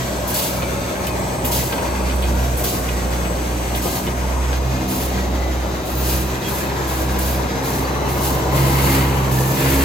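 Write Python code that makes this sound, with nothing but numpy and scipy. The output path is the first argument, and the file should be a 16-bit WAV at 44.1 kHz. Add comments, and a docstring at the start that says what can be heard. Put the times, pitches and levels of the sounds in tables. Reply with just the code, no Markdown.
"""Walking along a canning line

A rotary can filler and a seamer, which closes the lids, run in a hard-walled factory hall.
The drive drones, swelling and fading between the hall's quiet spots, and its inverters whine.
Star wheels clatter, cans clink and squeak, and valves let out gas in sharp hisses.
Towards the end the seamer is close: the drone grows buzzy and its rolls rasp on the lids."""
import sys
import numpy as np
from scipy import signal
from scipy.fft import rfft, irfft
from scipy.io import wavfile
from scipy.ndimage import uniform_filter1d, map_coordinates

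SR = 44100
rng = np.random.default_rng(int(sys.argv[2]) if len(sys.argv) > 2 else 0)


def log_audio(samples):
    """Write samples as a 16-bit WAV file to the path given in sys.argv[1]."""
    # one column per channel
    frames = np.atleast_2d(samples).T
    # limit to full scale, then quantise
    limited = np.clip(frames, -1, 1)
    pcm = np.round(limited * 32767).astype(np.int16)
    wavfile.write(sys.argv[1], SR, pcm)


N = 433944
TIME = np.arange(N) / SR
BINS_HZ = np.fft.rfftfreq(N, 1 / SR)


def gain_of(db):
    """Turns decibels into a number to multiply a sound by."""
    return 10 ** (np.asarray(db) / 20)


def unit_level(x):
    """Scales a signal so that its average level (rms) is one."""
    return x / np.sqrt(np.mean(x ** 2) + 1e-20)


def over_time(rows):
    """Joins the rows of a time table into one curve per column."""
    times, *columns = np.transpose(rows)
    return [np.interp(TIME, times, column) for column in columns]


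def over_pitch(rows):
    """Joins the rows of a pitch table into one curve per column."""
    hz, *columns = np.transpose(rows)
    return [np.interp(np.log(BINS_HZ + 1), np.log(hz + 1), column) for column in columns]


def drift(rate_hz):
    """A random wobble of about size one, moving no faster than roughly rate_hz."""
    white = rng.standard_normal(4096)
    hz = np.fft.rfftfreq(len(white), TIME[-1] / len(white))
    slow = unit_level(irfft(rfft(white) / (1 + (hz / rate_hz) ** 4)))
    return np.interp(TIME, np.linspace(0, TIME[-1], len(slow)), slow)


def coloured(x, colour):
    """Gives a sound a colour: its balance of low and high pitches."""
    return unit_level(irfft(rfft(x) * gain_of(over_pitch(colour)[0]), N))


def noise(colour):
    """Two unrelated noises of the same colour."""
    return coloured(rng.standard_normal((2, N)), colour)


def passing(nearest_s, spread_s):
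    """The rise and fall in loudness as we walk past something."""
    return np.exp(-0.5 * ((TIME - nearest_s) / spread_s) ** 2)


def add(mix, start_s, sound):
    """Adds a sound to the mix at a given time."""
    sound = np.atleast_2d(sound)
    part = mix[:, max(round(start_s * SR), 0):][:, :sound.shape[1]]
    part += sound[:, :part.shape[1]]


# How fast the main drive turns: time_s, pitch_hz
DRIVE_SPEED = [(0, 63), (2.55, 62.65), (2.9, 60.8), (3.65, 60.74), (4.1, 62.63), (4.8, 64.23), (5.6, 63),
               (6.3, 64.03), (6.7, 66.64), (7.1, 64.1), (7.7, 65.6), (8.4, 66.1), (8.95, 67.7),
               (9.35, 64.8), (9.7, 67.7), (9.84, 68.6)]

def drive_angle():
    """How far the drive shaft has turned, in radians."""
    return 2 * np.pi * np.cumsum(over_time(DRIVE_SPEED)[0]) / SR


# When the walk crosses a quiet spot of the drone: time_s
QUIET_SPOTS = [-0.05, 0.42, 0.94, 1.37, 1.72, 2.72, 4.0, 4.93, 5.85, 6.41, 7.6, 9.6, 10.1]

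def quiet_spots(floor=0.0022, steepness=0.31):
    """The lowest note stands as a wave in the hall, so it swells between quiet spots."""
    place = np.interp(TIME, np.sort(QUIET_SPOTS), np.arange(len(QUIET_SPOTS)))
    return (np.sin(np.pi * place) ** 2 + floor) ** steepness


# The drone's notes at 1 to 5 times the drive's pitch, a table each: time_s, level_db
FIRST_HARMONIC = [(0, -29), (1.3, -29.5), (2.3, -18.5), (2.85, -18), (3.35, -25.5), (4.3, -20),
                  (6.2, -22.0), (6.75, -28), (7.4, -20), (8.4, -26), (8.75, -21.5), (9.84, -20)]
SECOND_HARMONIC = [(0, -31), (1.3, -36.5), (1.55, -23.5), (1.72, -35), (2.15, -39), (2.4, -26.5),
                   (2.8, -32.5), (4.35, -33), (4.66, -23), (4.95, -33), (5.85, -39), (6.05, -23.5),
                   (6.35, -33), (8.3, -27.5), (8.6, -18.5), (9.35, -21), (9.66, -17), (9.84, -29)]
THIRD_HARMONIC = [(0, -33), (3.5, -34.5), (4.1, -30.5), (4.5, -46), (4.85, -29.5), (5.22, -28), (5.42, -39),
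                  (6.15, -34), (6.8, -38), (7.1, -33), (7.5, -33.5), (8.2, -42.5), (8.95, -29), (9.84, -37)]
FOURTH_HARMONIC = [(0, -40.5), (2.1, -37), (3, -39.5), (4.5, -41.5), (4.9, -34), (5.7, -41), (7.2, -40.5),
                   (7.7, -30), (8.15, -41), (9.84, -36.5)]
FIFTH_HARMONIC = [(0, -50), (1.6, -45), (3.8, -37.5), (4.3, -46), (4.65, -43), (4.9, -31), (5.27, -38.5),
                  (5.55, -34.5), (5.85, -43), (6.25, -33), (6.8, -44), (7.02, -33.5), (7.4, -40),
                  (8.2, -39.5), (8.9, -31.5), (9.3, -41), (9.62, -27.5), (9.84, -39)]
# Extra buzz in the fourth as the rolls bite a lid: time_s, level_db
LID_BITE = [(8.5, -60), (8.75, -39), (8.92, -23), (9.15, -36), (9.52, -40), (9.63, -20.5), (9.84, -25)]
# Higher notes that rise and fall with the fourth: multiple, level_db
HIGH_HARMONICS = [(6, -9), (7, -7.5), (8, -13.5), (9, -11)]

def drone(angle, waver_db=2.1, slip_rad=0.16):
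    """The shaft hums at multiples of its speed; the higher notes waver as panels rattle."""
    hum = gain_of(over_time(FIRST_HARMONIC)[0] + 0.25) * quiet_spots() * np.sin(angle)
    second = gain_of(over_time(SECOND_HARMONIC)[0] - 2.5 + waver_db * drift(7))
    hum += second * np.sin(2 * angle + slip_rad * drift(1.4))
    gains = {3: gain_of(over_time(THIRD_HARMONIC)[0] - 1),
             4: np.hypot(gain_of(over_time(FOURTH_HARMONIC)[0]), gain_of(over_time(LID_BITE)[0])),
             5: gain_of(over_time(FIFTH_HARMONIC)[0])}
    for multiple, db in HIGH_HARMONICS:
        gains[round(multiple)] = gains[4] * gain_of(db - 5.5)
    sixth_swell = gain_of(-39.5) * passing(nearest_s=6.18, spread_s=0.75)
    gains[6] = np.hypot(gains[6], sixth_swell)
    for multiple, gain in gains.items():
        waver = gain_of(waver_db * drift(8.9))
        phase = slip_rad * drift(5.6) + 2 * np.pi * rng.random()
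        hum += gain * waver * np.sin(multiple * angle + phase)
    return np.sqrt(2) * np.array([hum, hum])


# Loudness of the wheels and conveyors: time_s, level_db
RUMBLE_LEVEL = [(0, -26.5), (1.2, -25.5), (1.65, -24.5), (2.8, -26), (6.8, -26), (8.3, -23), (8.7, -21),
                (9.1, -24), (9.84, -22)]
# Their colour at the filler and at the seamer: pitch_hz, level_db
FILLER_COLOUR = [(25, -55), (45, -4), (80, -0.5), (160, -0.5), (225, -3), (300, -1.5), (370, 0), (425, -4),
                 (550, -1.5), (760, -5), (1020, -7.5), (1300, -13), (2200, -38.5)]
SEAMER_COLOUR = [(25, -36), (45, -7), (80, -3.5), (160, 2), (225, -4.5), (370, -1.5), (500, -1.5),
                 (750, -7.5), (1020, -5), (1400, -17.5), (2200, -44)]
# Dull bumps of the star wheels that pass the cans along: start_s, level_db
WHEEL_BUMPS = [(0.62, -21), (1.722, -26), (3.85, -17), (4.92, -21)]

def rumble(trim_db=1.1, flutter_db=0.94, handover_s=(5.5, 8.5), rise_s=0.0073, fade_s=0.23):
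    """Wheels and conveyors rumble and bump; the seamer takes over from the filler as we walk."""
    near_seamer = np.interp(TIME, handover_s, [0, 1])
    body = np.sqrt(1 - near_seamer) * noise(FILLER_COLOUR) + np.sqrt(near_seamer) * noise(SEAMER_COLOUR)
    power = gain_of(over_time(RUMBLE_LEVEL)[0] + trim_db + flutter_db * drift(23)) ** 2
    for start_s, db in WHEEL_BUMPS:
        age = np.clip(TIME - start_s, 0, 1)
        bump = np.minimum(age / rise_s, 1) * gain_of(db - 60 * age / fade_s)
        power += bump ** 2
    return body * np.sqrt(power)


# Colour of the chains and leaking air: pitch_hz, level_db
WASH_COLOUR = [(600, -23), (1200, -8), (1700, -3), (2300, -7.5), (3100, -11), (4200, -12.5), (4750, -13),
               (5550, -14.5), (6100, -10.5), (7400, -13.5), (9500, -21.5), (12000, -18), (14700, -26.5)]
# Their loudness and brightness: time_s, level_db, treble_db
WASH_LEVEL = [(0, -30, 1.5), (1, -32, 1.5), (2, -31.5, 0), (3.2, -31.5, 3.5), (4.2, -32.5, 0),
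              (5.6, -31.5, -2), (6.6, -31.5, 2.5), (7.5, -31.5, -1.5), (8.3, -31, 1), (9.84, -36.5, 14)]

def chains_and_air(flutter_db=1.23, treble_hz=7500):
    """Chains and leaking air make a steady wash; the machine's guards shade its treble."""
    level_db, treble_db = over_time(WASH_LEVEL)
    air = noise(WASH_COLOUR)
    treble = irfft(rfft(air) * BINS_HZ ** 4 / (BINS_HZ ** 4 + treble_hz ** 4), N)
    shaded = air + (gain_of(treble_db) - 1) * treble
    return shaded * gain_of(level_db + flutter_db * drift(13))


def thin_tone(hz, right_delay_s=0.00005):
    """A tone that swells and fades in the hall's standing waves and reaches the right side later."""
    angle = 2 * np.pi * (hz * TIME + rng.random())
    sides = []
    for delay_s in (0, right_delay_s):
        swell = gain_of(1.3 * drift(3.5))
        sides.append(swell * np.sin(angle - 2 * np.pi * hz * delay_s + 0.25 * drift(5)))
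    return unit_level(np.array(sides))


# Inverter tones before and after the drive changes its switching: pitch_hz, before_db, after_db
INVERTER_TONES = [(3924, -70, -51), (4081, -70, -52), (4840, -58, -66), (7897, -64, -51), (7946, -42, -66),
                  (8048, -35.8, -64), (8107, -60, -51)]
# Thin hiss around the highest tones: pitch_hz, level_db
INVERTER_HISS = [(7700, -40), (7930, -4), (8040, 0), (8180, -3), (8400, -40)]

def inverters(switch_s=4.55, trim_db=-1):
    """The drive's power supplies switch so fast that they whine, loudest as we pass them."""
    before = TIME < switch_s
    nearness = passing(nearest_s=2.3, spread_s=2.4)
    tones = sum(np.where(before, nearness * gain_of(before_db), gain_of(after_db)) * thin_tone(hz)
                for hz, before_db, after_db in INVERTER_TONES)
    hiss = noise(INVERTER_HISS) * np.where(before, nearness * gain_of(-48.5), gain_of(-58))
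    return tones * gain_of(trim_db) + hiss


def mains_and_pump(mains_hz=100, pump_hz=753):
    """Mains power hums throughout, and a pump's faint note comes and goes as we pass it."""
    pump = gain_of(-41) * thin_tone(pump_hz) * passing(nearest_s=7.28, spread_s=1.2)
    return pump + gain_of(-45) * thin_tone(mains_hz)


# Ringing machine panels: nearest_s, pitch_hz, width_hz, level_db, spread_s
STEEL_PANELS = [(0.38, 880, 400, -32, 0.13), (0.8, 593, 59, -34, 2.3), (1.9, 940, 69, -32.5, 0.37),
                (2, 1600, 60, -42.5, 0.45), (0.8, 2290, 120, -45, 0.54), (4.2, 920, 71.5, -39.5, 0.47),
                (6.8, 1671, 170, -37, 0.36), (6.5, 3800, 200, -48, 1.0), (6.3, 2570, 180, -49, 1.1),
                (6.85, 920, 380, -39, 0.32), (7.7, 1790, 178, -39, 0.32), (7.9, 890, 300, -32, 0.85),
                (9.7, 1760, 77, -33, 0.4)]

def panels(trim_db=-1, rattle_db=3):
    """Steel panels ring as the line shakes them unevenly, each loudest as we pass it."""
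    out = np.zeros((2, N))
    for nearest_s, hz, width_hz, db, spread_s in STEEL_PANELS:
        shake = rfft(rng.standard_normal((2, N)))
        ring = unit_level(irfft(shake / (1 + ((BINS_HZ - hz) / (0.61 * width_hz)) ** 2), N))
        out += ring * gain_of(db + trim_db + rattle_db * drift(21)) * passing(nearest_s, spread_s)
    return out


def shaky_notes(rows, wobble_hz, judder_db, skew=0.63):
    """Brief, unsteady notes that rise fast and fade more slowly."""
    out = np.zeros((1, N))
    for start_s, length_s, hz, db in rows:
        count = int(length_s * SR)
        wobble = unit_level(uniform_filter1d(rng.standard_normal(SR), 130))[:count]
        tone = np.sin(2 * np.pi * np.cumsum(hz + wobble_hz * wobble) / SR)
        swell = np.sin(np.pi * np.linspace(0, 1, count) ** skew) ** 2
        judder = gain_of(judder_db * drift(50)[:count])
        add(out, start_s, gain_of(db) * unit_level(tone * swell * judder))
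    return out


# Cans rubbing along the guides: start_s, length_s, pitch_hz, level_db
CAN_SQUEAKS = [(0.0, .35, 4300, -52), (0.052, 0.47, 5190, -55), (0.52, 0.27, 2300, -44),
               (1.68, 0.8, 4447, -50.5), (2.87, 0.3, 1915, -46), (5.35, 0.28, 2003, -43.5),
               (7.84, .04, 4540, -41)]

def squeaks():
    """A can squeaks as it slips along a guide rail."""
    return shaky_notes(CAN_SQUEAKS, wobble_hz=9, judder_db=2)


# The notes a can rings with: pitch_hz, level_db
CAN_NOTES = [(1020, 15), (1590, 6.5), (1950, -2), (2270, -7), (2520, 2), (2950, 4), (3400, 4), (3850, -1),
             (4400, -2), (5200, -8)]

def clink(hz, top_hz, fade_s, rattle_s, taps=4, tap_s=0.005, rebound=0.73, hall_fade_s=0.43):
    """A few quick taps and a can's ring, strongest near hz, with a short wash from the hall."""
    t = np.arange(SR // 4) / SR
    note_hz, note_db = np.transpose(CAN_NOTES)
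    note_hz = note_hz * (1 + 0.021 * rng.standard_normal(len(note_hz)))  # no two cans ring alike
    strength = gain_of(note_db) / (1 + (np.log2(note_hz / hz) / 0.38) ** 2)
    phase = rng.random((2, len(note_hz), 1))
    notes = strength[:, None] * np.sin(2 * np.pi * (note_hz[:, None] * t + phase))
    ring = unit_level(notes.sum(1)) * gain_of(-60 * t / fade_s)
    band = signal.butter(2, [min(hz, top_hz) / 2.8, top_hz], "band", fs=SR)
    grit = unit_level(signal.lfilter(*band, rng.standard_normal((2, len(t)))))
    gaps_s = (0.5 + rng.random(taps)) * rattle_s / taps
    contacts = sum((t >= at_s) * rebound ** k * np.exp(-abs(t - at_s) / tap_s)
                   for k, at_s in enumerate(np.cumsum(gaps_s) - gaps_s[0]))
    hall = gain_of(-14 - 60 * t / hall_fade_s)
    soften = signal.butter(8, top_hz, fs=SR, output="sos")  # a soft tap has a low top_hz
    return signal.sosfilt(soften, ring + grit * (1.12 * contacts + hall))


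# Cans rattling against the guides: start_s, level_db, pitch_hz, top_hz, rattle_s
CAN_RATTLES = [(0.622, -16, 2266, 5000, 0.027), (0.9547, -18, 1880, 3300, .03),
               (1.0695, -15.5, 2343, 6000, .03), (1.445, -19, 2940, 4000, .012),
               (1.724, -12.5, 1700, 4700, .011), (1.7799, -18, 1967, 3400, .014),
               (2.098, -18, 2530, 4800, 0.033), (2.222, -18, 3850, 4500, .02),
               (2.2384, -19.5, 3400, 4900, .025), (2.8849, -16.5, 2270, 3800, .008),
               (3.248, -15.5, 2300, 3300, .022), (3.748, -18, 3450, 5000, 0.022),
               (4.0684, -19, 3020, 4200, .02), (4.44, -23, 2510, 4000, .02),
               (4.529, -15.5, 1900, 6000, .03), (5.1764, -19, 1648, 3200, 0.018),
               (7.446, -21, 1230, 2800, .02)]

def cans(trim_db=-13, jostles=90):
    """Cans knock loudly on the guides and jostle lightly on the conveyor."""
    out = np.zeros((2, N))
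    for start_s, db, hz, top_hz, rattle_s in CAN_RATTLES:
        add(out, start_s, gain_of(db + trim_db) * clink(hz, top_hz, fade_s=0.14, rattle_s=rattle_s))
    for when, pitch, size in rng.random(size=(jostles, 3)):
        jostle = clink(1600 + 3500 * pitch, top_hz=6000, fade_s=0.062, rattle_s=0.02)
        add(out, when * TIME[-1], gain_of(-47.5 + 6 * size) * jostle)
    return out


def valve_flow(start_s, db, opening_s, hold_s, linger=1):
    """Gas through one valve: it opens, holds, then dies ever faster as the valve shuts."""
    age = TIME - start_s
    opened = np.clip(age / opening_s, 0, 1)
    closing_s = np.maximum(age - opening_s - hold_s, 0)
    tail = linger * 0.5 * 2 ** ((db + 30.5) / 9)  # a stronger blow takes longer to die
    pace = 0.75 + closing_s / 0.54
    drop_db = np.minimum(60 * pace * closing_s / tail, 200)
    return opened * gain_of(db - drop_db)


# The filler's double puffs, a short spit and then the main blow: start_s, level_db, hold_s
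DOUBLE_PUFFS = [(0.269, -24.5, 0.038), (1.44, -25, 0.025), (2.565, -27, 0.027), (3.745, -30.5, 0.12)]
# Single releases of gas: start_s, level_db, opening_s, hold_s
SINGLE_VENTS = [(4.87, -31, 0.019, 0.14), (5.845, -37, 0.013, 0.15), (5.96, -27.5, 0.14, 0.038),
                (6.479, -33, 0.004, 0.12), (6.874, -34.5, 0.0061, 0.14), (7.098, -38, 0.01, 0.018),
                (7.182, -31, 0.0074, 0.12), (7.619, -33, 0.032, 0.13), (8.083, -35.5, 0.0059, 0.19),
                (8.193, -27.5, 0.065, 0.01), (8.5, -30, 0.068, 0.25), (8.751, -26.5, 0.15, 0.064),
                (9.308, -32, 0.012, 0.28), (9.54, -27.5, 0.12, 0.21)]
# Colours of the jet's low hiss and high hiss: pitch_hz, level_db
JET_LOW = [(700, -27), (1500, -3), (2400, -3.5), (2800, 2), (3500, 0), (4300, 2.5), (4650, 1), (5000, 3.5),
           (5550, -3), (6100, 1.5), (7500, 0.5), (8400, 0), (11000, -32)]
JET_HIGH = [(4000, -16), (6500, -2.5), (8500, 5), (10000, 5.5), (11500, 3), (13000, 2), (14700, 4.5),
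            (16000, -4)]

def vents(opening_s=0.011, blow_after_s=0.069, sputter_db=0.93):
    """Gas jets out of the valves with a sputtering hiss, part low and part high."""
    # Each flow is paired with a boost or cut, in dB, for its low hiss.
    flows = [(valve_flow(*row), -2) for row in SINGLE_VENTS]
    for start_s, db, hold_s in DOUBLE_PUFFS:
        spit = valve_flow(start_s, db - 3.5, opening_s, hold_s=0.023, linger=0.7)
        blow = valve_flow(start_s + blow_after_s, db, opening_s, hold_s, linger=1.2)
        flows += [(spit, -7), (blow, 0.55)]
    high = np.sqrt(sum(flow ** 2 for flow, _ in flows))
    low = np.sqrt(sum((flow * gain_of(low_db)) ** 2 for flow, low_db in flows))
    jet = gain_of(-0.5) * low * noise(JET_LOW) + gain_of(2) * high * noise(JET_HIGH)
    return jet * gain_of(sputter_db * drift(39))


# Sharp snaps of the valves: start_s, level_db
VALVE_SNAPS = [(0.342, -16), (1.0675, -18), (1.452, -16), (2.1565, -27), (2.2217, -27), (2.582, -22),
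               (2.6383, -17), (3.7574, -21), (4.565, -30), (6.4644, -28), (6.8713, -31), (7.1886, -18),
               (8.0865, -34)]

def snaps(trim_db=-6, fade_s=0.11):
    """A valve's seal lets go with a very short spit of gas."""
    flow = np.zeros((1, N))
    t = np.arange(SR // 8) / SR
    for start_s, db in VALVE_SNAPS:
        add(flow, start_s, gain_of(db + trim_db - 60 * t / fade_s))
    return flow * noise(JET_HIGH)


# Cans that are just grazed: start_s, rise_s, pitch_hz, level_db
CAN_PINGS = [(1.098, .012, 2500, -34), (2.232, .01, 2500, -33), (6.428, 0.033, 3284, -31),
             (6.874, .008, 3360, -39)]

def pings(fade_s=0.2):
    """One clean note builds up while a can is grazed, then dies away."""
    out = np.zeros((1, N))
    t = np.arange(SR // 3) / SR
    for start_s, rise_s, hz, db in CAN_PINGS:
        rise = np.minimum(t / rise_s, 1) ** 2
        fade = gain_of(db - 60 * np.maximum(t - rise_s, 0) / fade_s)
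        add(out, start_s, np.sqrt(2) * rise * fade * np.sin(2 * np.pi * hz * t))
    return out


# Vents that whistle: start_s, length_s, pitch_hz, level_db
VENT_WHISTLES = [(5.96, 0.099, 14700, -35), (6.467, 0.08, 14600, -41), (6.87, 0.05, 14500, -43)]

def whistles():
    """Gas whistles thinly through a valve as it opens."""
    return shaky_notes(VENT_WHISTLES, wobble_hz=160.1, judder_db=2.5)


# Loudness of the rolls that close the lids: time_s, level_db
RASP_LEVEL = [(0, -64), (6, -67), (6.7, -33), (7.3, -44), (8.48, -37), (8.57, -27.5), (8.75, -27.5),
              (8.93, -23), (9.1, -28.5), (9.3, -31.5), (9.52, -34.5), (9.62, -25.5), (9.84, -24)]
# Colour of their rasp: pitch_hz, level_db
RASP_COLOUR = [(150, -20), (320, 6.5), (600, 0), (900, -2.5), (1200, 0), (1450, 2), (1850, 4), (2200, 0.5),
               (2550, 1), (3300, -5.5), (3800, -7), (4400, -6), (5000, -13), (7000, -43)]

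def seamer(angle, trim_db=-0.5, chatter=0.15, buzz_db=-8, grab_db=0.95):
    """Rolls grab and rub the lid seams, chattering and tapping once per turn of the drive."""
    taps = np.diff(np.floor(angle / (2 * np.pi)), prepend=0)
    t = np.arange(SR // 25) / SR
    housing_knock = rng.standard_normal((2, len(t))) * np.exp(-t / 0.01)
    buzz = coloured(signal.oaconvolve(taps[None], housing_knock, axes=1)[:, :N], RASP_COLOUR)
    rub = noise(RASP_COLOUR) * (1 + chatter * np.cos(angle))
    level_db = over_time(RASP_LEVEL)[0] + trim_db + grab_db * drift(25)
    return (rub + gain_of(buzz_db) * buzz) * gain_of(level_db)


def standing_waves(x, depth_db, spacing_hz, step_s, lowest_hz=600):
    """Echoes between steel surfaces favour some pitches, and the pattern shifts as we walk."""
    hz, times, spectrum = signal.stft(x, SR, nperseg=2048)
    pattern = rng.standard_normal((128, 4096))
    place = np.meshgrid(times / step_s, hz / spacing_hz)
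    ripple = unit_level(map_coordinates(pattern, place, order=1, mode="wrap"))
    reach = hz ** 2 / (hz ** 2 + lowest_hz ** 2)  # long, low waves bend round the parts
    gain = unit_level(gain_of(depth_db * ripple * reach[:, None]))
    return signal.istft(spectrum * gain, SR, nperseg=2048)[1][:, :N]


# How alike the microphone's two openings hear: pitch_hz, likeness (0 to 1), left_lead_rad
STEREO_LIKENESS = [(60, 0.98, 0.09), (254, 0.87, 0.2), (533, 0.61, 0.58), (970, 0.45, 0.77),
                   (1590, 0, 3.25), (1860, 0.99, 4.52), (2370, 0.42, 5.86), (2770, 0.6, 7.9),
                   (3450, 0, 6.7), (3840, 0.52, 5.5), (4680, 0.53, 7.72), (5280, 0.6, 7.3),
                   (6020, 0.03, 10.6), (6850, 0.73, 14.5), (7000, 0.5, 8.9), (7770, 0.47, 11),
                   (8160, 1, 9.5), (10370, 1, 8.24), (11400, 0.8, 7.84), (12500, 1, 6.35)]

def left_and_right(x):
    """The two sides hear the hall alike in the bass and out of step in the treble."""
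    likeness, lead_rad = over_pitch(STEREO_LIKENESS)
    left, unrelated = rfft(x)
    right = likeness * np.exp(-1j * lead_rad) * left + np.sqrt(1 - likeness ** 2) * unrelated
    return irfft(np.array([left, right]), N)


def scene():
    """The whole line in stereo; one shaft times both the drone and the seamer."""
    angle = drive_angle()
    machinery = rumble() + chains_and_air() + seamer(angle)
    machinery = standing_waves(machinery, depth_db=2.6, spacing_hz=42, step_s=0.4) + panels()
    gas = standing_waves(vents(), depth_db=0.9, spacing_hz=110, step_s=0.2)
    tones = drone(angle) + squeaks() + pings() + whistles() + inverters() + mains_and_pump()
    return tones + left_and_right(machinery + gas + snaps() + cans())


# How much more the left side picks up than the right: pitch_hz, left_minus_right_db
STEREO_BALANCE = [(60, -2), (140, -1.7), (300, -1), (550, 1.5), (1100, 4), (2000, 0.5), (5200, 1),
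                  (7000, -0.5)]

def record(dry, top_hz=15900):
    """The microphone's two sides are unevenly sensitive, and the highest treble is cut off."""
    balance = gain_of(np.outer([0.5, -0.5], over_pitch(STEREO_BALANCE)[0]))
    heard = irfft(rfft(dry) * balance, N)
    treble_cut = signal.firwin(511, top_hz, window=("kaiser", 9), fs=SR)
    return signal.oaconvolve(heard, treble_cut[None], "same")


dry = scene()
out = record(dry)
log_audio(out)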